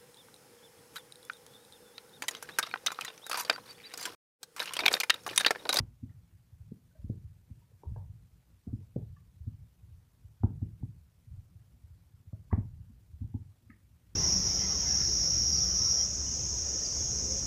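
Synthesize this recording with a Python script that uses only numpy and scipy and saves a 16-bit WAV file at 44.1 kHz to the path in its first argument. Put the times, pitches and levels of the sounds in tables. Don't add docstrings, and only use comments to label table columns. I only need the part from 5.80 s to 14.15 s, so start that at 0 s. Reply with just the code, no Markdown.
import sys
import numpy as np
from scipy import signal
from scipy.fft import rfft, irfft
from scipy.io import wavfile
from scipy.ndimage import uniform_filter1d

SR = 44100
rng = np.random.default_rng(int(sys.argv[2]) if len(sys.argv) > 2 else 0)


def transcribe(u):
    v = np.clip(np.atleast_2d(u).T, -1, 1)
    q = np.round(v * 32767).astype(np.int16)
    wavfile.write(sys.argv[1], SR, q)


def invert_db(x):
    u = np.asarray(x, float) / 20
    return 10 ** u


N = 368233

# (time [s], peak level [dB], pitch [Hz], room level [dB])
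NUDGES = [(.009, -45.5, 87, -2.5), (0.375, -50.5, 88, -8), (0.538, -49.5, 88.5, -7.5),
          (0.721, -44.5, 94.3, -7.5), (.797, -39.5, 88, -6), (1.185, -40, 70, 0), (1.438, -39, 95, -5),
          (1.775, -47.5, 103, -9), (1.93, -51, 100, -20), (2.0626, -31, 75.3, -2), (2.158, -43, 106, -2),
          (2.29, -40.5, 97.4, -7), (3.255, -38.5, 89.6, -2.5), (3.601, -36, 77.4, -3),
          (4.024, -43, 85.4, -9), (4.109, -41, 79, -7), (4.44, -42, 93, -6.5), (5.468, -43.5, 103, -1),
          (5.506, -36, 64.4, -6.5), (5.577, -38.5, 82, -18), (5.748, -43.5, 93, -11), (6.03, -43, 86, -7),
          (6.102, -46, 83, -4.5), (6.249, -50, 71, -24), (6.331, -49, 99, -2), (6.467, -41, 91.5, -18),
          (6.588, -44.5, 88.4, -10), (6.927, -37.5, 90.5, -4), (7.329, -37, 74.98, -9),
          (7.597, -44, 100.6, -18)]
# (time [s], peak level [dB], pitch [Hz], room level
# [dB])
BUMPS = [(0.223, -35, 106, -7), (0.897, -52, 131, -27), (1.238, -34, 87.4, -4), (1.291, -32, 116.7, -10.5),
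         (1.702, -39.5, 98.6, -11), (2.105, -32, 81, -6), (2.866, -36, 90.9, 1.5),
         (2.922, -29.5, 107.7, -18.5), (3.163, -34, 116.6, -4.5), (3.664, -28, 102, -12),
         (4.6, -38.5, 90, -17), (4.63, -16.5, 99.5, -22), (4.695, -39, 127.3, 3.5), (4.814, -25, 101, -14),
         (5.026, -29.5, 113, -12.5), (5.201, -48.5, 82, -8), (6.525, -34.5, 101, -12.5),
         (6.7216, -17, 84.5, -12.5), (6.7723, -26, 107, -19.5), (6.849, -36.5, 94.3, -11.5),
         (7.295, -51.5, 90, -9), (5.37, -55.5, 61.4, -3), (7.405, -29.5, 88.4, -13),
         (7.436, -32.5, 97.6, -10), (7.537, -27.5, 102, -13.5), (7.889, -52, 72.4, -15),
         (8.15, -54, 80, -6)]
# (time [s], peak level [dB], pitch [Hz], swell time [s])
KNOCKS = [(.227, -37.5, 240, 0.01), (.874, -54, 167, 0.012), (.915, -35, 192, 0.0062),
          (1.242, -38, 196, 0.0051), (1.295, -29.5, 215, 0.0056), (1.368, -47.5, 167, 0.011),
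          (1.699, -48.5, 214, 0.0088), (1.779, -65, 250, .008), (2.114, -42, 170, .006),
          (2.868, -34, 203, 0.006), (2.927, -33, 240, 0.0099), (3.159, -24.5, 170, .0043),
          (3.668, -41, 225, 0.011), (4.634, -23.5, 231.6, 0.0082), (4.702, -32.5, 172.5, 0.0042),
          (4.758, -46, 166, .006), (4.822, -32, 233, 0.0067), (4.931, -57, 178, .0054),
          (5.027, -37, 240, 0.008), (6.529, -38.5, 167, 0.0041), (6.726, -23.5, 219, 0.0065),
          (6.776, -27.5, 221, 0.0075), (6.797, -43, 237, 0.0091), (6.853, -50.5, 165, .006),
          (7.093, -51, 219, 0.01), (7.409, -40.5, 240, 0.013), (7.44, -41, 170, 0.0047),
          (7.541, -32.5, 241, 0.0085), (7.894, -47.5, 240, 0.0082)]
NUDGE_SWELL_S, BUMP_SWELL_S = 0.012, 0.013
ROCK_HZ, ROCK_DB, ROCK_SWELL_S = 49.3, -15.5, 0.024
KNOCK_ROOM_DB, DRIER_PER_DB, CARRY_DB_PER_OCT = -10.5, 0.18, 3.5

# (time [s], peak level [dB], lowest mode [Hz],
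# reach above it [octaves], room level [dB])
SLAPS = [(.002, -54, 371, 2.5, -5), (.916, -47.5, 387, .1, -27), (1.295, -41, 347, .15, -6.5),
         (2.033, -49, 397, .3, -1.5), (2.16, -49, 480, 0.36, -6.5), (2.871, -45, 315, 0.27, -11),
         (2.926, -50.5, 325, 0.46, -14), (3.162, -35, 370, .2, -11.5), (3.668, -55, 312, .3, -10),
         (4.633, -41, 365, 1.86, -10), (4.822, -49, 340, .3, -21), (5.027, -54, 366, .3, -15),
         (6.727, -31.5, 358, 2.5, -11.5), (6.774, -49.5, 357, 0.51, -0.5), (7.543, -55, 366, 0.64, -13)]
# (ratio to lowest mode [1], level [dB], swell time [s])
LUMP_MODES = [(1, 1.5, 0.0043), (2, -3.5, 0.0031), (2.44, -3.5, 0.0042), (3.3, -10.5, 0.0027),
              (4.27, -15, 0.0011), (5.3, -10, 0.0018), (7.65, -33, 0.0038)]
# (time [s], peak level [dB], pitch [Hz], room level
# [dB])
POPS = [(.2932, -68, 1900, -2), (.2947, -73, 1360, 4), (1.295, -45.5, 514, -26),
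        (4.6318, -54.5, 1380, -3.5), (6.727, -59.5, 1585, 1), (2.033, -47.5, 906, -8), (2.16, -46, 600, -7),
        (2.161, -48, 874, -5), (2.927, -71, 740, -11), (4.633, -68.5, 1900, -11), (4.816, -61.5, 734, -5),
        (5.026, -58, 810, -10), (7.539, -56.5, 820, -18), (.001, -63, 1480, -3), (2.898, -74, 1090, -8),
        (3.161, -36.5, 518, -22), (3.162, -41, 277, 5), (6.728, -66, 2850, -14.5), (4.633, -35.5, 790, -10),
        (3.162, -61, 810, 2), (6.524, -69, 1150, -5.5), (6.529, -53.5, 595, -14), (2.871, -72, 853, -8),
        (7.435, -69, 860, 1), (7.896, -62.5, 2180, -2), (7.9004, -67, 2600, -6), (7.9009, -55, 1740, -8),
        (7.9009, -57, 2050, -10), (7.9144, -61, 1940, -19), (7.9394, -65, 2000, -10)]
# (time [s], peak level [dB], pitch [Hz],
# swell time [s])
SQUEAKS = [(.312, -74, 1820, 0.0096), (1.107, -74.5, 1510, 0.011), (1.143, -78.5, 1570, .018),
           (1.148, -58, 614, 0.01), (1.19, -68, 580, .012), (1.815, -68.5, 950, 0.0096),
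           (1.913, -66, 450, 0.0054), (2.015, -73, 770, 0.0072), (2.048, -60.5, 940, 0.0096),
           (2.171, -59, 910, 0.009), (2.87, -66, 693, 0.013), (3.421, -74, 1090, .0054),
           (7.555, -63, 860, 0.0069), (3.362, -68, 1740, .006), (2.157, -67.5, 1626, 0.0057),
           (3.362, -63, 1150, 0.0094), (6.703, -58.5, 950, .0054), (6.71, -47, 1100, .007),
           (6.711, -57.5, 1640, .0049), (6.712, -62, 1970, 0.011), (6.742, -53, 1100, 0.0094),
           (6.772, -53.5, 650, .0087), (6.8, -75, 1940, 0.0075), (6.76, -68, 1550, .006),
           (6.828, -66, 946, 0.0054), (6.54, -64.5, 640, 0.01), (4.632, -35.5, 340, 0.0087),
           (3, -66, 440, 0.013), (7.8954, -63, 1266, 0.012), (7.925, -62, 1830, 0.0065)]
BEYOND_DB_PER_OCT = -41
WETTER_DB_PER_OCT = 1.5
POP_SWELL_S, POP_QUICKER = 0.0034, 0.14
SQUEAK_ROOM_DB = -7.5
SOFTNESS = 4

# (time [s], shake level [dB])
LEAN = [(0.0, -62), (1.23, -60), (1.35, -57), (2.0, -57.5), (2.23, -47.5), (2.42, -60), (2.86, -61),
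        (3.14, -54.5), (3.42, -55), (4.47, -62.5), (4.84, -47), (5.28, -60), (6.42, -59.5), (6.77, -52),
        (7.28, -60.5), (7.49, -60), (7.84, -63), (8.35, -58)]
# (pitch [Hz], width [Hz], level [dB])
LOW_MODES = [(60.5, 25, -3.5), (96.6, 17.3, -5), (123.8, 18, -10), (170, 13.6, -11.5)]
# (pitch [Hz], width [Hz], level [dB])
UPPER_MODES = [(240, 21, 4.5), (303.5, 83, -5), (335, 34, -9), (435, 120, -13.5)]
UNEVEN_DB = [
    [4.5],
    [4],
]
UPPER_DB, UPPER_FOLLOW = -20.5, 0.43
OPENING_DB, OPENING_FALL_DB_PER_S = -32, 241

# (frequency [Hz], time to fall 60 dB [s])
ROOM_DECAY = [(60, 0.64), (250, 0.21), (800, 0.27), (2000, 0.25), (6000, 0.26)]
WALL_S, WALL_SPREAD_S = 0.063, 0.014
# (frequency [Hz], density [dB per Hz])
HISS = [(120, -20), (200, -8.5), (215, -3), (253, -14), (399, -14), (617, -16), (3110, -23), (7440, -25),
        (14600, -25), (15400, -26)]
HISS_DB = -76
LOW_CUT_HZ, EDGE_HZ = 61, 15500


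def evened(x):
    return x / np.sqrt(np.mean(x ** 2) + 1e-20)


def read(points, hz):
    f, value = np.transpose(points)
    return np.interp(np.log(hz + 1), np.log(f + 1), value)


def add(mix, s, sound):
    part = mix[max(round(s * SR), 0):][:len(sound)]
    part += sound[:len(part)]


def ring(hz, swell, order):
    t = np.arange(SR // 4) / SR
    u = t / np.clip(swell, 0.0006, 0.04)
    envelope = (u * np.exp(1 - u)) ** order
    return -envelope * np.sin(2 * np.pi * hz * t)


def room(x, gap, build, wall):
    taps = np.zeros(SR // 2)
    at = np.arange(0, len(taps) - 20, 20)
    taps[at + rng.integers(0, 20, len(at))] = rng.choice([-1., 1.], len(at))
    hz, t, z = signal.stft(taps, SR, nperseg=512)
    decay = invert_db(-60 * t / read(ROOM_DECAY, hz)[:, None])
    tail = signal.istft(z * decay, SR, nperseg=512)[1]
    t = np.arange(len(tail)) / SR
    onset = np.clip((t - gap) / build, 0, 1)
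    answer = 1 + wall * np.exp(-((t - WALL_S) / WALL_SPREAD_S) ** 2)
    tail = tail * onset * answer
    return signal.fftconvolve(x, tail / np.linalg.norm(tail))[:N]


def struck(events, softness, brief, gap, build, wall):
    direct, late = np.zeros(N), np.zeros((3, N))
    for k, (s, peak_db, hz, swell, room_db) in enumerate(events):
        add(direct, s, invert_db(peak_db + 1.0) * ring(hz, swell, softness))
        airborne = ring(hz, brief * swell, softness)
        add(late[k % 3], s, invert_db(peak_db + room_db + 3.5) * airborne)
    return direct + sum(room(x, gap, build, wall) for x in late)


def table():
    thuds = [(s, db, hz, NUDGE_SWELL_S, room_db) for s, db, hz, room_db in NUDGES]
    thuds += [(s, db, hz, BUMP_SWELL_S, room_db) for s, db, hz, room_db in BUMPS]
    rocking = [(s, db + ROCK_DB, ROCK_HZ, ROCK_SWELL_S, room_db) for s, db, _, _, room_db in thuds]
    knocks = []
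    for s, db, hz, swell in KNOCKS:
        room_db = KNOCK_ROOM_DB - DRIER_PER_DB * (db + 32.5) + CARRY_DB_PER_OCT * np.log2(hz / 240)
        knocks.append((s, db, hz, swell, room_db))
    low = struck(thuds + rocking, 3.12, brief=0.63, gap=0.013, build=0.023, wall=1.0)
    return low + struck(knocks, SOFTNESS, brief=0.49, gap=0.0069, build=0.017, wall=0.45)


def lump():
    slaps = []
    for s, db, hz, reach, room_db in SLAPS:
        for ratio, mode_db, swell in LUMP_MODES:
            octaves = np.log2(ratio)
            level_db = db + mode_db + BEYOND_DB_PER_OCT * max(octaves - reach, 0)
            slaps.append((s, level_db, hz * ratio, swell, room_db + WETTER_DB_PER_OCT * octaves))
    pops = [(s, db, hz, POP_SWELL_S * (800 / hz) ** POP_QUICKER, room_db) for s, db, hz, room_db in POPS]
    squeaks = [(*row, SQUEAK_ROOM_DB) for row in SQUEAKS]
    return struck(slaps + pops + squeaks, SOFTNESS, brief=0.57, gap=0.0009, build=0.0017, wall=0.5)


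def modes(x, resonances):
    hz, spectrum = np.fft.rfftfreq(len(x), 1 / SR), rfft(x)
    gain = sum(invert_db(db) / (1 + 2j * (hz - f) / width) ** 2 for f, width, db in resonances)
    return evened(irfft(spectrum * gain, len(x)))


def lean():
    t = np.arange(N) / SR
    low_db = np.interp(t, *np.transpose(LEAN))
    upper_db = UPPER_DB - (1 - UPPER_FOLLOW) * (low_db + 59.5)
    low_db = np.maximum(low_db, OPENING_DB - OPENING_FALL_DB_PER_S * t)
    drift = evened(uniform_filter1d(rng.standard_normal(N), 1500))
    pushes = rng.standard_normal((2, N)) * invert_db(np.array(UNEVEN_DB) * drift)
    tremble = modes(pushes[0], LOW_MODES) + invert_db(upper_db) * modes(pushes[1], UPPER_MODES)
    settle = 1 - 0.75 * np.exp(-t / 0.006)
    return invert_db(low_db) * tremble * settle


def hiss():
    frames, hz = N // 128 + 8, np.fft.rfftfreq(512, 1 / SR)
    a, b, patches = rng.standard_normal((frames, 257, 3)).T
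    patches = uniform_filter1d(patches, 6, 0)
    patches = evened(uniform_filter1d(patches, 12, 1))
    flicker = evened(rng.standard_normal(frames))
    z = (a + 1j * b) * invert_db(read(HISS, hz)[:, None] + 1.3 * patches + 1.3 * flicker)
    return invert_db(HISS_DB) * evened(signal.istft(z, nperseg=512, noverlap=384)[1][:N])


def scene():
    return (table() + lump() + lean() + hiss())[None]


def band_limit(x):
    return signal.sosfilt(signal.butter(12, 16500, fs=SR, output="sos"), x)


def record(dry):
    low_cut = signal.butter(2, LOW_CUT_HZ, "high", fs=SR, output="sos")
    x = signal.sosfilt(low_cut, dry)
    top_cut = signal.firwin(1023, EDGE_HZ, window=("kaiser", 9), fs=SR)
    x = signal.oaconvolve(x, top_cut[None], "same")
    return band_limit(x)


dry = scene()
out = record(dry)
transcribe(out)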